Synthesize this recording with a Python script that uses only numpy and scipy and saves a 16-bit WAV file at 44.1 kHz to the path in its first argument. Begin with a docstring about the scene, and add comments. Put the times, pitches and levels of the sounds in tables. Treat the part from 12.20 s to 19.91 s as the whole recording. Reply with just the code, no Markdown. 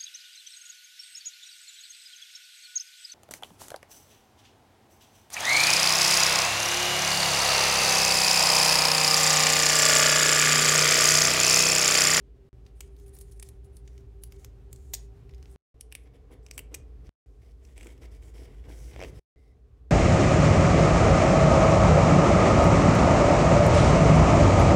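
"""Sticky tape on a small desk

Fingers fold a strip of tape, press it onto paper and smooth it down on a desk, close to a microphone.
Glue snaps are a pop plus tearing noise through resonances; film and paper are shaped, grainy noise.
A thumb judders over the sheet in short scuffs; ventilation is rumble, duct tone, room air and treble hiss.
A room tail answers the hands, and the sound drops almost to silence four times."""
import sys
import numpy as np
from scipy import signal
from scipy.fft import rfft, irfft, next_fast_len
from scipy.io import wavfile
from scipy.ndimage import uniform_filter1d

SR = 44100
rng = np.random.default_rng(int(sys.argv[2]) if len(sys.argv) > 2 else 0)


def dump(signal):
    """Clip the signal to [-1, 1] and save it as 16-bit WAV at the path in sys.argv[1]."""
    limited = np.clip(np.atleast_2d(signal).T, -1, 1)
    pcm = np.round(limited * 32767).astype(np.int16)
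    wavfile.write(sys.argv[1], SR, pcm)


N = 339950

# near-silent gaps between the passages: start t/s, end t/s
GAPS = [(.292, .330), (3.360, 3.543), (4.893, 5.061), (6.995, 7.160)]
# ventilation rumble resonances: f/Hz, width/Hz, relative level/dB
RUMBLE_MODES = [(53.63, 10.6, 1.5), (61.85, 26.12, -6), (115.7, 16.35, -14.5)]
# room air noise before the work moves to the desk: f/Hz, relative density level/dB per Hz
ROOM_AIR = [(88, -37.5), (150, -9.5), (197, -21.5), (297, -4), (328, -27), (391, 1.5), (448, -12.5),
            (612, -23.5), (702, -30), (774, -23.5), (923, -55.5), (1040, -47.5), (2600, -37),
            (13200, -61.5), (16000, -66)]
# room air noise heard low over the desk: f/Hz, relative density level/dB per Hz
DESK_AIR_COLOUR = [(88, -34.5), (150, -21.5), (286, 1), (354, -14.5), (431, 5), (534, -13), (790, -13),
                   (941, -53), (1020, -18), (1390, -29), (5910, -39.5), (16000, -57.5)]
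# duct resonances, before the response is squared: f/Hz, width/Hz, relative level/dB
DUCT_MODES = [(392.2, 17, -2), (766, 12, -10.5)]
# faint steady treble hiss: f/Hz, relative density level/dB per Hz
TREBLE_HISS = [(800, -21), (2200, -4), (7000, -3), (16000, -14)]
# ventilation per passage: rumble start level/dB, rumble end level/dB, air level/dB,
# duct tone level/dB, treble hiss level/dB
VENTILATION_LEVELS = [(-50.5, -49.5, -62.5, -75.5, -92), (-47.5, -45, -64.5, -62.5, -86.5),
                      (-52, -44.5, -64.5, -73.5, -96), (-51.5, -41, -67.5, -73, -83),
                      (-56.5, -49.5, -68.5, -76, -95)]
# rustling film noise: f/Hz, relative density level/dB per Hz
FILM_COLOUR = [(2500, -41), (3800, -2), (6000, -2), (10500, 2.5), (12500, -7.5), (15000, 1), (16500, -13.5)]
# resonances of the scraped sheet: f/Hz, width/Hz, relative level/dB
PAPER_MODES = [(1919, 330, 1.5), (2275, 220, 3.5), (3180, 1600, -4.5), (4050, 240, -12.5)]
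# dull noise from the desk: f/Hz, relative density level/dB per Hz
DESK_COLOUR = [(88, -39.5), (150, -11), (216, -7.5), (274, -3.5), (483, -3.5), (544, -10), (1210, -20),
               (1600, -20), (2080, -42.5), (3520, -120)]
# thumb bearing down on the desk: middle t/s, level/dB
PRESSES = [(4.131, -54), (4.387, -57.5), (4.547, -52.5), (5.66, -54), (5.84, -59), (6.485, -50.5),
           (6.82, -50)]
# skin over film and paper: start t/s, length/s, rustle level/dB, paper pressure level/dB, film f/Hz
RUBS = [(0.451, 0.04, -79, -87, 4730), (0.555, 0.13, -75.5, -82, 8900), (0.704, 0.67, -83, -88.5, 9500),
        (0.78, 0.068, -75, -86.5, 6460), (0.86, 0.033, -67.5, -84, 9700), (0.933, 0.048, -62, -78, 9500),
        (1.002, 0.024, -57.5, -85, 9300), (1.05, 0.056, -77, -88, 6890), (1.116, 0.022, -65.5, -84, 9600),
        (1.159, 0.022, -74, -93, 9646), (1.246, 0.04, -66.5, -84, 7560), (1.441, 0.027, -72, -94, 9646),
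        (1.526, 0.075, -75, -90, 9800), (1.645, 0.17, -79, -81.5, 5660), (2.018, 0.06, -69, -88, 10700),
        (2.106, 0.064, -73.5, -84, 6460), (2.184, 0.079, -70.5, -76, 6700), (2.512, 0.35, -73, -91.5, 7000),
        (3.108, 0.11, -84.5, -80, 5130), (3.224, 0.073, -78, -80, 6000), (3.295, 0.054, -70.5, -83, 8450),
        (3.703, 0.15, -80, -80, 10900), (3.859, 0.018, -92, -67, 5857), (3.938, 0.029, -81, -70, 10335),
        (4.111, 0.033, -71.5, -63.5, 10680), (4.229, 0.056, -78.5, -85, 7579),
        (4.334, 0.029, -64, -76, 7500), (4.515, 0.05, -80, -70, 7579), (4.844, 0.11, -79.5, -72.5, 5960),
        (5.213, 0.11, -80, -76.5, 4900), (5.411, 1.6, -85.5, -81.5, 6950), (5.43, 0.11, -79.5, -81.5, 6900),
        (5.563, 0.17, -70, -68.5, 6760), (5.815, 0.044, -69.5, -63, 5660), (5.912, 0.062, -74, -72, 5050),
        (6.019, 0.086, -71, -73, 6960), (6.141, 0.12, -68, -66, 5270), (6.257, 0.15, -86, -74, 5400),
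        (6.442, 0.098, -90, -68, 5512), (6.486, 0.091, -67, -80, 6040), (6.576, 0.14, -64, -70.5, 6100),
        (6.716, 0.068, -73.5, -63.5, 5800), (6.785, 0.067, -81, -57, 5857),
        (6.833, 0.071, -65, -68.5, 5870), (6.944, 0.16, -70.5, -70.5, 5180),
        (7.173, 0.15, -85.5, -88, 4840)]
# paper lying on the desk, rung by the slips: f/Hz, width/Hz, relative level/dB
SHEET_MODES = [(584, 230, 15), (2270, 610, 4.5), (3140, 230, 3), (5800, 1700, -7)]
# glue letting go: t/s, peak reference level/dB, tearing noise over the pop level/dB (halved later),
# body level/dB, torn edge level/dB, film f/Hz; body and edge levels are relative to the reference
GLUE_SNAPS = [(0.464, -49, -2, -4.5, -31, 4230), (0.6062, -30.5, 19, -6, -9, 7640),
              (0.765, -54, -9, -18, -4, 4400), (0.798, -53.5, -5, -7, 1, 6860),
              (0.8623, -54, 7, -8, -11, 9800), (0.95, -51, 3, -15, 3, 10600),
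              (0.987, -41, 4, -26, -3, 9000), (1.011, -37.5, -7, -40, -10.5, 10200),
              (1.113, -49, -10, -10, -22, 9700), (1.1975, -32, -7.5, -13, -25, 8500),
              (1.2254, -36.5, -10, -15, -18, 10500), (1.226, -31, 0, -10.5, -24, 9200),
              (1.288, -34.5, -4, -18, -30, 10100), (1.568, -39.5, 24, -27, -28, 9600),
              (1.6765, -47.5, 1, -0.5, -33, 5760), (1.7786, -48.5, -6, 0, -17, 5370),
              (2.036, -30, -5.5, -17.5, -3, 10000), (2.122, -44.5, 1.5, -0.5, -4, 6060),
              (2.246, -38.5, -4, -4, -1, 6230), (2.5289, -33.5, -9.5, -15, -2.5, 7600),
              (2.56, -45.5, -0.5, -27.5, -22, 7360), (2.7358, -21.5, -12, -5.5, -0.5, 7200),
              (2.7389, -18.5, 1, -28.5, -7, 6100), (2.745, -42, 8.5, -22, -10, 7600),
              (2.7483, -20, -7, -18, -9.5, 7300), (3.093, -54, 7, 0, -27.5, 4680),
              (3.109, -55, -8, -9, -30, 5300), (3.137, -52, -12.5, 2, -17, 4000),
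              (3.1458, -46.5, -10, -7, -27, 5500), (3.181, -53, -10, -10, -16, 5200),
              (3.2268, -44, -12, -4, -31, 4770), (3.2564, -51, -19.5, 3, -30, 5360),
              (3.6091, -25.5, -12, -23, -31, 9800), (3.717, -48, -16, -4, -33, 5300),
              (3.7236, -33.5, -4, -3.5, -11, 9800), (3.751, -26, -10.5, -4.5, -12, 9700),
              (4.264, -40.5, -2.5, -4.5, -25.5, 5770), (4.2848, -55.5, -9, 2, -10, 7360),
              (4.311, -28, -9, -7, -21, 5800), (4.3784, -24.5, -5, -5, -10.5, 7800),
              (4.3806, -36.5, 4, -5, -2, 8200), (4.3842, -43, 2.5, -12, 7, 8400),
              (4.3884, -45.5, 7.5, -6, 3, 10200), (4.391, -30.5, 0, -1.5, -5, 8440),
              (4.3918, -42.5, -2, 1, -9, 10500), (4.5426, -28.5, 4.5, -8, -13, 5900),
              (4.5456, -26, 2, -11.5, -11, 7800), (4.548, -63.5, -18.5, -7, -13, 7900),
              (4.8684, -51, -4, -10, -28.5, 4980), (5.45, -51, 1, -9.5, -23, 5800),
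              (5.567, -56, -8, 1, -20, 5040), (5.578, -42.5, -3, 0.5, -18, 8800),
              (5.6092, -45.5, -2, 4.5, -30, 7470), (5.6295, -43, 6, -3.5, -30, 8000),
              (5.645, -47, -3, -7, -11, 7290), (5.6692, -42, -5, 2, -18, 7900),
              (5.778, -59, 5, 0, -10, 5600)]
# decay of the room: f/Hz, t60/s
ROOM_DECAY = [(500, 0.69), (2500, 0.32), (8000, 0.21), (16000, 0.1)]

ON_DESK_S = 3.45  # from here on the work lies on the desk
THUMP_S = 0.056  # width of a press between its 1/e points
DRONE_DB = 6  # desk drone over the paper scrape at any pressure
# one catch, then a run of slips: middle, spacing, top level, loss at its ends
CATCH_S, CATCH_DB = 6.7615, -34.5
JUDDER_S, SLIP_GAP_S, JUDDER_DB, SWELL_DB = 6.8198, .0108, -28.5, 6.5
SNAP_T60_S, T60_SCATTER = 0.019, 0.15  # tear decay time and its log-normal scatter
# pop delay; level of the hiss around the pop before halving, its e-fold time
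LEAD_S, LEAD_DB, LEAD_RISE_S = 0.001, -16, 0.0022
# faint snaps: level over the rustle, its spread, body, torn edge, tear before halving
TICK_DB, TICK_SCATTER_DB, TICK_BODY_DB, TICK_EDGE_DB = 15, 1, -15, -13.5
TICK_TEAR_DB = -4
TOP_HZ, SLOPE_HZ = 16900, 1200  # band limit and the width of its slope


def amp(db):
    """Gain of a level in dB."""
    return 10 ** (np.asarray(db) / 20)


def unit(x):
    """x at rms 1."""
    return x / np.sqrt(np.mean(x ** 2) + 1e-20)


def peak(x):
    """x at peak 1."""
    return x / np.abs(x).max()


def along(points, hz):
    """Read a (f/Hz, value) curve on a log frequency axis."""
    f, v = np.transpose(points)
    return np.interp(np.log(hz + 1), np.log(f + 1), v)


def colour(spectrum):
    """Frequency gain drawn through (f/Hz, level/dB) points."""
    return lambda hz: amp(along(spectrum, hz))


def filtered(x, response):
    """x shaped by a complex response of frequency."""
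    m = next_fast_len(len(x) + 8192)
    return irfft(rfft(x, m) * response(np.fft.rfftfreq(m, 1 / SR)), m)[:len(x)]


def modes(table):
    """Response of (f/Hz, width/Hz, level/dB) resonances side by side, with alternating signs."""
    def response(f):
        total = 0
        for k, (center, width, db) in enumerate(table):
            damping = 1j * f * width
            total = total + (-1) ** k * amp(db) * damping / (center * center - f * f + damping)
        return total
    return response


def hiss(response, grain_db=0, grain_s=0.003):
    """Filtered noise of rms 1; grain_db roughens it into many tiny bursts."""
    flutter = unit(uniform_filter1d(rng.standard_normal(N), max(1, int(grain_s * SR))))
    grain = amp(grain_db * flutter)
    return unit(filtered(grain * rng.standard_normal(N), response))


def ventilation():
    """A fan's unsteady rumble, a fuzzy duct tone, the air of the room and a faint treble hiss."""
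    rumble = hiss(modes(RUMBLE_MODES))
    # the rumble wavers less than free noise: part of its own swell is evened out
    swell = np.sqrt(np.abs(uniform_filter1d(rumble ** 2, int(.06 * SR)))) + 0.09
    # a steep low cut clears the bottom below 43 Hz
    rumble = unit(filtered(rumble / swell ** 0.49, lambda f: 1 / (1 + (43 / (f + 1)) ** 9)))
    tone = hiss(lambda f: modes(DUCT_MODES)(f) ** 2)
    t = np.arange(N) / SR
    passage = np.searchsorted(np.transpose(GAPS)[1], t)
    air = np.where(t > ON_DESK_S, hiss(colour(DESK_AIR_COLOUR)), hiss(colour(ROOM_AIR)))
    treble = hiss(colour(TREBLE_HISS))
    start_db, end_db, air_db, tone_db, treble_db = np.transpose(VENTILATION_LEVELS)
    # the rumble glides evenly in dB through each passage
    rumble_db = np.interp(t, [0, *np.ravel(GAPS), N / SR], np.ravel([start_db, end_db], "F"))
    low = amp(rumble_db) * rumble + amp(tone_db)[passage] * tone
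    return low + amp(air_db)[passage] * air + amp(treble_db)[passage] * treble


def whistle():
    """Noise through two narrow resonances, nearly an octave apart, whistles as the pad is lifted."""
    t = np.arange(N) / SR
    narrow = hiss(lambda f: modes([(2050, 170, 2.5), (3850, 350, -5)])(f) ** 2)
    return amp(-79.5) * narrow * (t > GAPS[-1][1]) * np.clip((7.36 - t) / 0.03, 0, 1)


def room(x):
    """Delayed decaying noise forms the room's answer; each frequency dies at its own speed."""
    hz, t, z = signal.stft(rng.standard_normal(SR // 2), SR, nperseg=256)
    decay = amp(-60 * t / along(ROOM_DECAY, hz)[:, None])
    tail = signal.istft(z * decay, SR, nperseg=256)[1]
    return signal.fftconvolve(np.pad(x, (120, 0)), tail / np.linalg.norm(tail))[:N]


def desk_echo(x):
    """The desk top returns the sound a fraction of a millisecond late: a comb of peaks and notches."""
    late = filtered(x, lambda f: 0.28 * np.exp(-2j * np.pi * f * 0.000369))  # delay in s
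    return x + late * (np.arange(N) / SR > ON_DESK_S)


def thumps():
    """Each press swells and fades as a dull burst through the desk."""
    t = np.arange(N) / SR
    swell = sum(amp(db) * np.exp(-((t - s) / (THUMP_S / 2)) ** 2) for s, db in PRESSES)
    return swell * hiss(colour(DESK_COLOUR), grain_db=7.0, grain_s=0.005)


def handling():
    """Each stroke rustles the film at its own pitch, scrapes the paper and presses a dull desk drone."""
    out = np.zeros(N)
    film = hiss(colour(FILM_COLOUR), grain_db=1.0, grain_s=0.0012)
    paper = hiss(modes(PAPER_MODES), grain_db=3.5, grain_s=0.0039)
    desk = hiss(colour(DESK_COLOUR), grain_db=0.5, grain_s=0.0076)
    edge = 0.019  # s; skin takes this long to grip and to let go
    for s, length, film_db, press_db, film_hz in RUBS:
        # a stroke never runs past the end of the next gap
        limits = [end for _, end in GAPS if end > s + edge]
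        stop = min(s + length + edge / 2, *limits, N / SR)
        span = slice(max(round((s - edge / 2) * SR), 0), round(stop * SR))

        def film_tone(f):
            low_cut = f ** 4 / (f ** 4 + (0.24 * film_hz) ** 4)
            return low_cut + modes([(film_hz, 1200, 8)])(f)

        rustle = unit(filtered(film[span], film_tone))
        push = signal.windows.tukey(len(rustle), min(2 * edge * SR / len(rustle), 1))
        scrape = paper[span] + amp(DRONE_DB) * desk[span]
        out[span] += push * (amp(film_db) * rustle + amp(press_db) * scrape)
    return out


def slips():
    """The thumb catches once, then judders: each slip is a short scuff ringing the sheet."""
    out, t = np.zeros(N), np.arange(SR // 30) / SR
    place = np.arange(6) - 5 / 2  # six slips about the middle
    run_db = JUDDER_DB - SWELL_DB * (place / place[-1]) ** 2
    run = zip(JUDDER_S + SLIP_GAP_S * place, run_db)
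    for s, db in [(CATCH_S, CATCH_DB), *run]:
        envelope = amp(-60 * t / 0.0078) * (1 - np.exp(-t / 0.00059))
        scuff = envelope * rng.standard_normal(len(t))
        scuff[SR // 2000] += 3  # the sharp moment of release
        ring = filtered(scuff, modes(SHEET_MODES))
        out[round(s * SR):][:len(t)] += amp(db) * peak(ring)
    return out


def ticks():
    """Faint snaps: two at random moments of each stroke, their level following its rustle."""
    s, length, film_db, _, film_hz = np.repeat(RUBS, 2, axis=0).T
    when, size, pitch = rng.random((len(s), 3)).T
    moments = s + when * length
    levels = film_db + TICK_DB + TICK_SCATTER_DB * (2 * size - 1)
    pitches = film_hz * 2 ** (pitch - .7)
    return [(moment, db, TICK_TEAR_DB, TICK_BODY_DB, TICK_EDGE_DB, hz)
            for moment, db, hz in zip(moments, levels, pitches)]


def snaps():
    """Each snap swells in on a brief hiss, pops and tears, ringing film, body, edge, thud and crack."""
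    pad = SR // 100  # room ahead of each snap for the hiss
    out, t = np.zeros(N + SR), (np.arange(SR // 16) - pad) / SR
    pop = np.zeros(len(t))
    pop[pad + round(LEAD_S * SR)] = 1
    for s, db, tear_db, body_db, edge_db, film_hz in GLUE_SNAPS + ticks():
        t60 = np.clip(SNAP_T60_S * np.exp(rng.normal(0, T60_SCATTER)), .003, .1)
        noise, sign = rng.standard_normal((5, len(t))), rng.choice([-1, 1], size=5)
        after = np.maximum(t, 0)
        tear = amp(tear_db - 60 * (after / t60) ** 1.38) * (1 - np.exp(-after / 0.0003))
        lead = amp(LEAD_DB) * np.exp(-np.abs(t - LEAD_S) / LEAD_RISE_S)  # crests at the pop
        if s > ON_DESK_S:
            body_hz, body_width, thud_db, body_tear_db = 2354.5, 1199.5, -12, -5
        else:
            body_hz, body_width, thud_db, body_tear_db = 2398.5, 2301, -10.5, -4.5
        # f/Hz, width/Hz before squaring, level/dB, noise level/dB
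        voices = [(film_hz, 2600, -3, 0),
                  (body_hz, body_width, body_db, body_tear_db),
                  (13500, 6000, edge_db, 0),  # torn edge
                  (650, 900, body_db + thud_db, 0),  # thud
                  (5499.5, 6999, -9, 0.5)]  # broad crack
        for n, way, (hz, width, level_db, noise_db) in zip(noise, sign, voices):
            ringing = lambda f: modes([(hz, width, 0)])(f) ** 2
            struck = way * peak(filtered(pop, ringing))
            torn = unit(filtered(n, ringing)) * amp(noise_db) * (tear + lead) / 2
            out[round(s * SR):][:len(t)] += amp(db + level_db) * peak(struck + torn)
    return out[pad:][:N]


def scene():
    """Hands work near the microphone; the room answers them over the hum."""
    hits = desk_echo(snaps() + slips())
    rubs = desk_echo(handling() + thumps())
    hit_send_db = np.where(np.arange(N) / SR > ON_DESK_S, -17, -14.5)
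    answer = room(amp(hit_send_db) * hits + amp(-8.5) * rubs)
    return (hits + rubs + answer + whistle() + ventilation())[None]


def record(dry):
    """The sound drops away in each gap; nothing passes above the band limit."""
    t, gain = np.arange(N) / SR, np.ones(N)
    for start, end in GAPS:
        fall = amp(np.maximum(-30 - 400 * (t - start), -60))  # from -30 dB down to -60 dB
        gain = np.where((t >= start) & (t < end), fall, gain)
    gain = uniform_filter1d(gain, size=3)  # the edges are abrupt
    return filtered(dry[0] * gain, lambda hz: np.clip((TOP_HZ - hz) / SLOPE_HZ, 0, 1) ** 3)[None]


dry = scene()
out = record(dry)
dump(out)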